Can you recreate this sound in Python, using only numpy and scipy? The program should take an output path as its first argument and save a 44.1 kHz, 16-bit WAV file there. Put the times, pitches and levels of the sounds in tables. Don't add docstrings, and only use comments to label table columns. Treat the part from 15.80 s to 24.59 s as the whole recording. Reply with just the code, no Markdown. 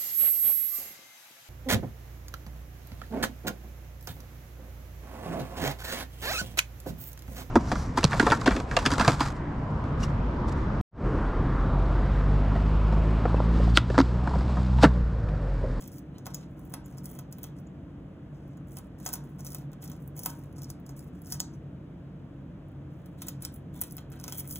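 import sys
import numpy as np
from scipy import signal
from scipy.fft import rfft, irfft, next_fast_len
from scipy.io import wavfile

SR = 44100
rng = np.random.default_rng(int(sys.argv[2]) if len(sys.argv) > 2 else 0)


def store_wav(level_fs):
    pcm = np.round(np.clip(np.atleast_2d(level_fs), -1, 1) * 32767)
    wavfile.write(sys.argv[1], SR, pcm.T.astype(np.int16))


N = 387638
TIME = np.arange(N) / SR
SIZE = next_fast_len(N + SR)
FREQS = np.maximum(np.arange(SIZE // 2 + 1) * SR / SIZE, 1)
CUTOFF_HZ = 16500
GRIP_S = .016

# (start t/s, length/s, level at mid-pull/dB, swell over the pull/dB, brightness weight/dB,
#  grating passed to the perch/dB, hardness of the grating/dB per octave above 1 kHz)
BITES = [(0.0, 0.081, -54.5, -14, -2.0, -5, 3), (0.12, 0.062, -58, 1, 5, -7, 4),
         (0.34, 0.05, -80, -1.5, -6.5, 13, 1), (0.453, 0.18, -65.0, -0.5, -8.5, 0.5, 1),
         (0.68, 0.051, -79, 2.0, 11, -1.5, 2.0), (0.77, 0.21, -69.5, -3, 5.0, 13, -10),
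         (1.064, 0.09, -68.0, -2, -1, 5, -6), (1.169, 0.013, -60, 16, -2, -7.0, 1.5),
         (1.236, 0.13, -58, -1, 12, 8, 3), (1.516, 0.15, -71, 28, 6, 2, 5),
         (1.767, 0.023, -66.5, -7.0, -3, -4.5, -2), (2.525, 0.22, -79.0, -1, -9, -12, -0.5),
         (2.872, 0.11, -60, 16, 7.0, -1.5, 4), (3.01, 0.055, -73, -2.5, 5, 3.5, -1),
         (3.192, 0.17, -54.5, 1, 2, -0.5, 2), (3.443, 0.14, -72.5, -11, 8.0, 0.0, 4),
         (3.592, 0.028, -56, -9.0, 1, -5, 0), (3.647, 0.15, -53, -8, 5, -2.5, 3.5),
         (3.792, 0.038, -65.5, -2, 4, 14, -3), (4.018, 0.04, -50, 5, 3, -2, -1),
         (4.07, 0.1, -62.5, -6, -2, 2.0, 1.5), (4.2, 0.0594, -68, -2.0, 13.5, -0.5, 0.5),
         (4.362, 0.135, -48, 8, 6, -3.5, 3), (4.517, 0.21, -68.0, -21, 2.5, -4.5, -1),
         (4.763, 0.13, -63.5, -14, -5, -4, -6), (5.062, 0.044, -64.5, 6.0, 1, 0, -1),
         (5.165, 0.125, -65, -12.5, 5.0, -5, 0.5), (5.335, 0.066, -72, 2.0, -4.0, -4, 1),
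         (5.444, 0.1, -50.5, 12, 1.5, -9.0, 5.5), (5.725, 0.028, -71.5, 0.5, -6.5, -8.5, 1),
         (7.105, 0.25, -77, -1, 3.0, 0.5, 4), (7.382, 0.11, -57, 4, -0.5, 0, 10),
         (7.613, 0.034, -53.5, 9, -4, -3, 6), (7.736, 0.05, -69.5, -9, 22.0, -3.0, 4.0),
         (7.941, 0.11, -58.5, -6.5, 8.5, 9, 2), (8.05, 0.16, -64, -9, 5, -8, 8.5),
         (8.32, 0.1, -64.5, -3, 1.5, 11.5, 1.5), (8.437, 0.1, -54.5, 0, 8, 5.5, 6.0),
         (8.53, 0.066, -47.5, 14, 16, 1.0, 8), (8.625, 0.052, -61, -3, 8, 6, 4),
         (8.692, 0.095, -48.5, -2, 17.0, -1, 9.0)]
# (t/s, level/dB, upper over lower treble/dB, jolt given to the perch/dB, fracture time/ms,
#  hardness of the jolt/dB per octave above 1 kHz, pitch of the splinter f/Hz)
SNAPS = [(0.0228, -47.0, 2, -61.5, 1.5, 4, 15000), (0.043, -55.5, 3.5, -77.0, 0.33, 1, 11000),
         (0.077, -42.0, 7, -79.5, 1.2, 3.5, 15000), (0.118, -52.0, 5, -85, 0.6, 1, 11000),
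         (0.142, -52.0, 8.0, -77.0, 0.4, 3, 11000), (0.172, -54.0, 9.0, -79.0, 0.4, 5, 15000),
         (0.183, -47, 3, -86, 1.5, -3, 15000), (0.3834, -48, -3.5, -65, 0.64, -1.5, 6600),
         (0.4576, -42, -3.0, -60.5, 1.0, 5, 11000), (0.4665, -35, 2, -43.5, 0.74, -4.0, 14500),
         (0.507, -54.5, 4.5, -78.0, 0.34, 2.5, 11000), (0.545, -29.5, -3.5, -71, 2.1, 11, 6700),
         (0.793, -53, 8, -82.0, 0.4, 1, 15000), (0.851, -54.0, 23.0, -75, 0.6, 0, 15000),
         (0.898, -54, 14.0, -81.0, 0.4, 3, 15000), (0.904, -55.0, 9.5, -80.0, 0.4, 3, 15000),
         (0.922, -49, 12.5, -77, 0.4, 7, 15000), (0.939, -32, 4.5, -43, 1.2, -1.5, 10500),
         (1.06, -49.5, 9, -76, 0.6, 5, 10800), (1.178, -52, 8.0, -59, 1.0, -5, 11000),
         (1.243, -46.0, 7.0, -77, 1.0, 4, 15000), (1.2565, -36.5, 8, -65, 1.6, 2.0, 10700),
         (1.3893, -40.0, 4, -54, 2.7, 1.0, 6840), (1.409, -55, 10.5, -78.0, 0.4, 3, 15000),
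         (1.513, -57, 20.0, -79.0, 0.4, 3, 15000), (1.526, -39.5, 3, -64.5, 0.5, 3, 6800),
         (1.5847, -45, 18.0, -66, 0.5, 6, 15000), (1.632, -34.5, 13.0, -73, 1.0, 3.0, 14500),
         (1.6408, -37.5, 1.5, -56, 0.69, 4, 7140), (1.8, -61, 20.0, -84, 0.6, 4.0, 10400),
         (2.68, -63.0, 12.0, -84, 0.6, -2, 15000), (2.7726, -60.0, 5, -66, 0.6, -2, 7000),
         (2.97, -38.5, 4.0, -55, 0.75, 2, 11000), (2.9866, -41, 5.0, -56.5, 0.81, -4, 11000),
         (3.2533, -39.0, 13, -66.5, 1.0, 4.0, 15000), (3.2622, -27.0, -3, -41, 2.8, 0.0, 6600),
         (3.276, -34, 4.5, -54, 1.7, 1, 7000), (3.2894, -34, 3, -52.5, 1.0, -1, 7000),
         (3.33, -29, 10, -69.0, 1.1, 4, 15300), (3.3367, -25.5, 5.5, -47.5, 2.4, -1, 6800),
         (3.3551, -37.0, 11, -55, 1.0, -4, 15000), (3.439, -57, 5.5, -83.0, 0.4, 5, 11000),
         (3.494, -62, 15.5, -82.0, 0.4, 3, 15000), (3.5944, -51, 6, -60, 0.6, -2, 6860),
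         (3.6, -55, 6, -70, 0.4, 3, 11000), (3.605, -48.0, 2, -75, 0.4, 5, 6600),
         (3.652, -49, 4, -71.0, 0.4, 6, 11000), (3.6662, -36.5, 0, -67, 2, 8.5, 6200),
         (3.6876, -48, 4.0, -77, 0.6, -1, 7500), (3.704, -44, 6, -72, 0.8, 0, 11000),
         (3.72, -40, 4, -69, 0.4, 3, 11000), (3.731, -43.0, 7.0, -76, 0.6, 1, 11000),
         (3.747, -30.5, 8.0, -55, 0.63, 2.5, 15000), (3.784, -50.0, 4.0, -73, 0.4, 1, 11000),
         (3.918, -57, 4, -73, 0.4, 3.0, 15000), (3.932, -52, 1.0, -61, 0.8, 1, 7000),
         (4.029, -50, 8, -64.5, 0.5, 7.5, 14500), (4.04, -41.0, 14, -65.5, 2.2, -2, 14500),
         (4.079, -50.5, 8.5, -73, 0.4, 2, 11000), (4.099, -43, 13, -61.5, 0.4, 2.5, 15000),
         (4.117, -44.5, -2, -60.5, 0.4, 0.5, 6240), (4.164, -58, 5, -80.5, 0.4, 3, 11000),
         (4.2765, -44.5, 25.5, -75.5, 0.36, 1.5, 15000), (4.38, -44.5, 15.0, -75.5, 1.0, 1.5, 15100),
         (4.392, -33.5, 9.5, -72.5, 1.3, 3.0, 11000), (4.435, -33.5, 10, -63, 1.5, -0.5, 15000),
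         (4.4598, -20.5, 8, -39.5, 0.36, -1, 14500), (4.5002, -44.5, -5, -69.5, 0.6, 2.0, 6600),
         (4.591, -53.5, 12.0, -75, 0.4, 0, 15000), (4.637, -54, 11, -70, 0.6, 2.5, 7000),
         (4.727, -58, 6, -81, 0.4, 3, 11000), (4.784, -55, 1, -76, 0.4, 0, 11000),
         (4.819, -42, 1, -74, 0.54, -1, 15100), (4.833, -41, 3.0, -78.0, 0.4, 3.5, 15000),
         (4.8436, -43, -7, -81, 0.7, 0, 6200), (4.893, -53, -2, -76.0, 0.4, 0, 11000),
         (4.902, -35, 1.5, -58, 0.3, -5, 6300), (4.9998, -59.0, 17.0, -83.0, 0.3, 4.0, 15000),
         (5.0646, -48.0, 2.0, -80.0, 0.5, 7, 6800), (5.092, -46.5, -5, -56.5, 2.0, -6, 6400),
         (5.167, -62, 5.0, -81.5, 0.4, 3, 11000), (5.1756, -50.5, 10, -75.0, 0.6, 4.5, 7000),
         (5.192, -45, 5.5, -77, 1.7, 2, 10900), (5.227, -58, 7.0, -80.5, 0.4, 4.5, 11000),
         (5.242, -56.0, 10, -81.0, 0.4, 3, 15000), (5.418, -49, 17.5, -75, 2.1, 1, 11200),
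         (5.474, -48, 9.5, -71.5, 0.4, 4.5, 15000), (5.5226, -26, 0.0, -50.5, 1.1, 0.5, 6200),
         (5.528, -37.5, -2, -60.5, 0.67, -0.5, 6390), (5.542, -40.0, -4, -58.5, 2.0, 0, 6400),
         (5.6024, -20.5, -7.5, -49.5, 0.23, 0, 6520), (6.885, -65, 19, -87.0, 0.6, 4, 11000),
         (6.917, -68.5, 16.0, -84, 0.6, 2, 15000), (7.26, -51.5, 9, -71, 0.58, 6.5, 11000),
         (7.4193, -34.5, 4.5, -58, 4.2, 8, 10700), (7.469, -41, 15, -78, 1.5, -2, 7400),
         (7.484, -29, 6, -57, 3.1, 7.5, 7340), (7.622, -35, 17, -72, 3.6, 9.5, 10400),
         (7.65, -27.5, 2.5, -59.5, 0.74, 9, 7600), (7.7233, -57.0, 17.0, -84.0, 0.5, 5, 15000),
         (7.74, -45.0, 23, -83.0, 3.0, 6, 10200), (7.761, -46, 20, -81, 0.8, 9, 10500),
         (8.014, -21, 22, -58, 0.77, 5, 12100), (8.0181, -28.0, 12, -57.5, 1.5, 8, 11000),
         (8.0363, -35.0, 10.0, -64, 2.0, 9, 11000), (8.0696, -50, 12.0, -86.0, 0.6, 7.0, 11000),
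         (8.1, -55.0, 6.0, -78, 0.4, 6, 11000), (8.1094, -45.0, 4.0, -87.0, 0.6, 7.0, 11000),
         (8.1223, -39.5, 18.0, -84.0, 0.6, 7.0, 11000), (8.1529, -52.0, 18.0, -87, 0.46, 7.0, 15000),
         (8.168, -35, 16.0, -76.0, 0.66, 9, 14700), (8.1817, -42.5, 0.0, -55.5, 1.0, 6.0, 7500),
         (8.302, -52, 20, -91, 0.5, 4, 14500), (8.319, -49.5, 4.0, -80, 0.6, 3, 10500),
         (8.331, -52, 7.0, -70, 0.4, 4, 11000), (8.362, -58, 12.0, -76, 0.49, 8, 15000),
         (8.393, -53, 6, -76.0, 0.4, 6, 11000), (8.3993, -44, -1, -69, 0.5, 6, 10500),
         (8.412, -47, 6, -77, 0.45, 1, 11000), (8.4401, -34.5, -1, -55.5, 0.52, 4, 6100),
         (8.4801, -33.0, 1, -53.5, 1.2, 5.0, 6400), (8.497, -42.0, 6, -70, 0.52, 1, 11000),
         (8.5234, -31.5, 3.0, -57, 1.3, 7.5, 11500), (8.5891, -35, 15, -69, 3.8, 9, 12000),
         (8.597, -32, 13.0, -71, 2.8, 4, 12000), (8.654, -52.0, 11.0, -76, 0.4, 6, 15000),
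         (8.6755, -37.5, 18, -91, 1.4, 7.0, 10500), (8.7095, -33, 11, -73, 1.8, 9, 12500),
         (8.724, -35.5, 9, -86.0, 6.0, 7.0, 10400), (8.7576, -34, 6, -71, 2.3, 14.5, 6500)]
# (f/Hz, relative level/dB, t60/s)
PERCH = [(636, -13.5, 0.021), (760, -4, .019), (906, -4, .036), (1085, -2.5, 0.028), (1350, -11, 0.022),
         (1508, -5.5, 0.033), (1680, -12.5, 0.012), (2020, -6, 0.01), (2590, -7, 0.008), (3150, -6.5, 0.01),
         (3460, -7, .009), (3870, -10, 0.0072)]
# (f/Hz, relative density/dB per Hz)
WOOD = [(300, -28.5), (800, -22), (1500, -14), (2200, -25.5), (3300, -9.5), (4100, -8), (5100, 2),
        (6400, 2.5), (7400, -1.5), (9300, 1.5), (10800, -2.5), (12400, -5.5), (14000, 1), (15300, 3.5),
        (16300, -22)]


def from_db(db):
    return 10 ** (np.asarray(db) / 20)


def at_hz(points, hz):
    f, value = np.transpose(points)
    return np.interp(np.log(hz), np.log(f), value)


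def shaped(x, gain):
    return irfft(rfft(x, SIZE) * gain, SIZE)[..., :N]


def split_band(x, order, hz, kind):
    return signal.sosfilt(signal.butter(order, hz, kind, fs=SR, output="sos"), x)


def causal(points):
    cepstrum = irfft(np.log(from_db(at_hz(points, FREQS))), SIZE)
    cepstrum[1:SIZE // 2] *= 2
    cepstrum[SIZE // 2 + 1:] = 0
    gain = np.exp(rfft(cepstrum))
    return gain / np.sqrt(np.mean(abs(gain) ** 2 * (FREQS < CUTOFF_HZ)))


def diffuse_noise():
    # (f/Hz, correlation 0-1)
    likeness = [(140, .995), (290, .95), (640, .66), (1400, .54), (2800, .4), (4500, .8), (6500, .9),
                (15000, .92)]
    alike = np.clip(at_hz(likeness, FREQS), 0, 1)
    mid = shaped(rng.standard_normal(N), np.sqrt((1 + alike) / 2))
    side = shaped(rng.standard_normal(N), np.sqrt((1 - alike) / 2))
    return np.array([mid + side, mid - side])


def background():
    # (f/Hz, density/dB per Hz)
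    air = [(20, -99.5), (35, -81), (55, -68.5), (110, -74), (180, -64.5), (225, -75), (315, -71.5),
           (385, -83), (600, -83.5), (820, -92), (1500, -96.5), (2100, -103), (3200, -106.5), (4300, -116),
           (16000, -128)]
    # (f/Hz, width/Hz, rms level/dB)
    hum = [(72.6, 8, -59.5), (95.9, 2.2, -56.5), (138.3, 12, -48), (148.2, 0.82, -54.5), (243.6, 8, -59),
           (285.7, 15, -58.5), (447, 4.7, -71.5)]
    density = from_db(at_hz(air, FREQS)) ** 2
    for hz, width, level_db in hum:
        hump = 1 / (1 + ((FREQS - hz) / (width / 2)) ** 2) ** 2
        hump_power = hump.sum() * SR / SIZE
        density = density + from_db(level_db) ** 2 * hump / hump_power
    return shaped(diffuse_noise(), np.sqrt(density * SR / 2))


def fibres(per_s, spread_db, rub, grain_s, chips_per_s, chip_db, chip_spread_db, size=96, count=1500):
    sizes = from_db(spread_db * np.minimum(rng.exponential(1, N), 3.5))
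    energy = (rng.random(N) < per_s / SR) * sizes ** 2
    energy = energy / energy.mean()

    chip_at = (np.cumsum(rng.uniform(.2, 1.8, count)) * SR / chips_per_s).astype(int)
    chip_size = from_db(chip_db + chip_spread_db * rng.uniform(-1.2, 1, count))
    heard = chip_at < N
    energy[chip_at[heard]] += chip_size[heard] ** 2 * SR / chips_per_s

    grain_decay = np.exp(-2 * np.arange(size) / SR / grain_s)
    power = np.convolve(energy, grain_decay)[:N]
    return np.sqrt(power / power.mean() + abs(rub)) * rng.standard_normal(N)


def pull(tilt, grating=False):
    release_s, grip_db = .045, 30
    t, strength = TIME[::20], 0
    for start, length, level_db, swell_db, bright_db, grating_db, _ in BITES:
        before = np.maximum(start - t, 0) / GRIP_S
        after = np.maximum(t - start - length, 0) / release_s
        loose_db = grip_db * np.minimum(before + after, 10)
        progress = np.clip((t - start) / length, 0, 1)
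        colour_db = tilt * bright_db / 2 + grating * grating_db
        pull_db = level_db + colour_db + swell_db * (progress - .5) - loose_db
        strength = strength + from_db(pull_db) ** 2
    return np.interp(TIME, t, np.sqrt(strength))


def tearing(crackle):
    split_hz = 8800
    thick = pull(-1.1) * split_band(crackle, 4, split_hz, "low")
    thin = pull(0.88) * split_band(crackle, 4, split_hz, "high")
    return thick + thin


def struck(modes, hardness_db, vary_db, scatter, size=2000):
    hz, mode_db, t60 = np.transpose(modes)[:, :, None]
    octaves = np.log2(hz / 1000)
    t = np.arange(size) / SR
    strength, shift = rng.standard_normal((2, len(modes), 1))
    gains = from_db(mode_db + hardness_db * octaves + vary_db * strength)
    decay = np.exp(-np.log(1000) * t / t60)
    tones = np.sin(2 * np.pi * hz * np.exp(scatter * shift) * t)
    return (gains * decay * tones).sum(axis=0)


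def rasp(crackle, level_db, vary_db, scatter, damping_s):
    out = np.zeros(N + SR)
    drive = crackle * pull(-1.4, grating=True)
    edges = [0] + [round((bite[0] - GRIP_S) * SR) for bite in BITES[1:]] + [N]
    for first, last, (*_, hardness_db) in zip(edges, edges[1:], BITES):
        ring = struck(PERCH, hardness_db, vary_db, scatter)
        ring = ring * np.exp(-TIME[:len(ring)] / damping_s)
        grating = signal.fftconvolve(drive[first:last], ring / np.linalg.norm(ring))
        out[first:first + len(grating)] += grating
    return from_db(level_db) * out[:N]


def snaps(ring_db, reach_db, split_hz=8770, break_db=-10.5, splinter_s=0.0023, splinter_db=-22,
          ring_s=0.00033, uneven_db=4.0, size=1024):
    first_crack_db, lead_s = -18, .007
    t, out = np.arange(size) / SR, np.zeros(N + size)
    _, _, _, _, fracture_ms, _, pitch = np.transpose(SNAPS)[:, :, None]
    fracture = from_db(break_db) * np.exp(-t / (fracture_ms / 1000))
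    splintering = from_db(splinter_db) * np.exp(-t / splinter_s)
    click = t == 0
    ringing = click + from_db(ring_db) * np.exp(-t / ring_s) * np.cos(2 * np.pi * pitch * t)

    chance = rng.standard_normal((len(SNAPS), 2, size))
    grain = chance[:, 0] * from_db(uneven_db * chance[:, 1])
    bursts = click + grain / grain.std() * (fracture + splintering)
    wood_response = irfft(causal(WOOD), SIZE)[None, :size]
    for response in (ringing, wood_response):
        bursts = signal.fftconvolve(bursts, response, axes=1)[:, :size]
    bursts = split_band(bursts, 8, CUTOFF_HZ, "low")

    low = split_band(bursts, 5, split_hz, "low")
    high = split_band(bursts, 5, split_hz, "high")
    for (s, level_db, bright_db, _, ms, *_), thick, thin in zip(SNAPS, low, high):
        ratio = from_db(bright_db)
        burst = thick / np.linalg.norm(thick) + ratio * thin / np.linalg.norm(thin)
        burst = burst / np.hypot(1, ratio)
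        crack_s = max(s - lead_s * rng.uniform(0.29, 1), 0)
        for when, db in [(s, level_db), (crack_s, level_db + first_crack_db)]:
            at = round(when * SR)
            out[at:at + size] += from_db(db + reach_db * np.log2(ms)) * burst
    return out[:N]


def perch(jolt_db, vary_db, scatter):
    # (f/Hz, relative level/dB, t60/s)
    cage_modes = [(900, -25, 0.56), (940, -28, 0.45), (1063, -24, 0.45), (1280, -21, .19),
                  (1503, -26.5, .16), (2657, -29.5, 0.13)]
    rod, jolts = np.zeros((2, N + SR))
    for s, _, _, level_db, _, hardness_db, _ in SNAPS:
        at = round(s * SR)
        ring = struck(PERCH, hardness_db, vary_db, scatter)
        rod[at:at + len(ring)] += from_db(level_db) * ring
        jolts[at] = from_db(level_db)
    cage = signal.fftconvolve(jolts[:N], struck(cage_modes, 0, vary_db=3, scatter=0, size=16000))
    return from_db(jolt_db) * split_band(rod[:N] + cage[:N], 3, 520, "high")


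def squeaks(jitter):
    # (t/s, length/s, pitch f/Hz, peak level/dB)
    whistles = [(0.331, 0.056, 3050, -67), (0.332, 0.06, 4080, -67), (1.034, 0.042, 7030, -60.5),
                (1.863, 0.017, 6820, -62), (2.766, 0.017, 6890, -65), (5.723, 0.034, 6350, -65)]
    out = np.zeros(N)
    for s, length_s, hz, level_db in whistles:
        at, swell = round(s * SR), np.hanning(round(length_s * SR))
        unsteady_hz = hz * (1 + jitter * rng.standard_normal(len(swell)))
        phase = 2 * np.pi * np.cumsum(unsteady_hz) / SR
        out[at:at + len(swell)] += from_db(level_db) * swell * np.sin(phase)
    return out


def room(x, early_db, early_s, tail_db, gap_s):
    # (f/Hz, t60/s)
    reverb_times = [(500, .4), (1500, .42), (4000, .26), (7000, .21), (11000, .15), (16000, .11)]
    size = SR // 2
    t = TIME[:size]
    noise = diffuse_noise()
    hz = np.maximum(np.arange(size // 2 + 1) * SR / size, 1)
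    centres = np.geomspace(400, 16000, 9)
    spectrum, tail = rfft(noise[:, :size]), 0
    for centre, band in zip(centres, np.eye(len(centres))):
        part = irfft(spectrum * np.interp(np.log(hz), np.log(centres), band), size)
        tail = tail + part * np.exp(-np.log(1000) * t / at_hz(reverb_times, centre))
    early = noise[:, size:2 * size] * np.exp(-t / early_s)
    early = from_db(early_db) * early / np.linalg.norm(early[0])
    tail = from_db(tail_db) * tail / np.linalg.norm(tail[0])
    gap = np.exp(-2j * np.pi * FREQS * gap_s)
    return shaped(x, rfft(early + tail, SIZE) * gap)


def scene():
    fine_colour = causal([(hz, db + 0.3 * np.log2(hz)) for hz, db in WOOD])
    crackle = fibres(per_s=500, spread_db=3.5, rub=0.012, grain_s=.00035,
                     chips_per_s=140, chip_db=-2.5, chip_spread_db=9.5)
    gnawing = from_db(-4.0) * shaped(tearing(crackle), fine_colour) + squeaks(jitter=0.21)
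    snapping = from_db(18.5) * snaps(ring_db=-16.5, reach_db=0.5)
    snapping_around = from_db(19.5) * snaps(ring_db=-17.0, reach_db=0.85)
    knock = perch(jolt_db=4.0, vary_db=1.5, scatter=0.024)
    knock = knock + rasp(crackle, level_db=-9.0, vary_db=4.0, scatter=0.05, damping_s=.003)
    wood_echo = room(gnawing + snapping_around, early_db=-7, early_s=0.00404, tail_db=-11.0, gap_s=.0018)
    knock_echo = room(knock, early_db=0.0, early_s=0.005, tail_db=-3.5, gap_s=.003)
    return gnawing + snapping + knock + wood_echo + knock_echo + background()


def record(dry):
    # (f/Hz, phase/rad)
    right_lag = [(0, 0), (1300, 0), (2500, 1.2), (3400, 1.3), (4720, 3.14), (7000, 6.28), (8900, 9.42),
                 (11100, 12.57), (13150, 15.71), (15300, 19.0), (16500, 19.2)]
    lag = np.interp(FREQS, *np.transpose(right_lag))
    pair = np.array([dry[0], shaped(dry[1], np.exp(-1j * lag))])
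    return signal.sosfilt(signal.ellip(10, .1, 80, CUTOFF_HZ, fs=SR, output="sos"), pair)


dry = scene()
out = record(dry)
store_wav(out)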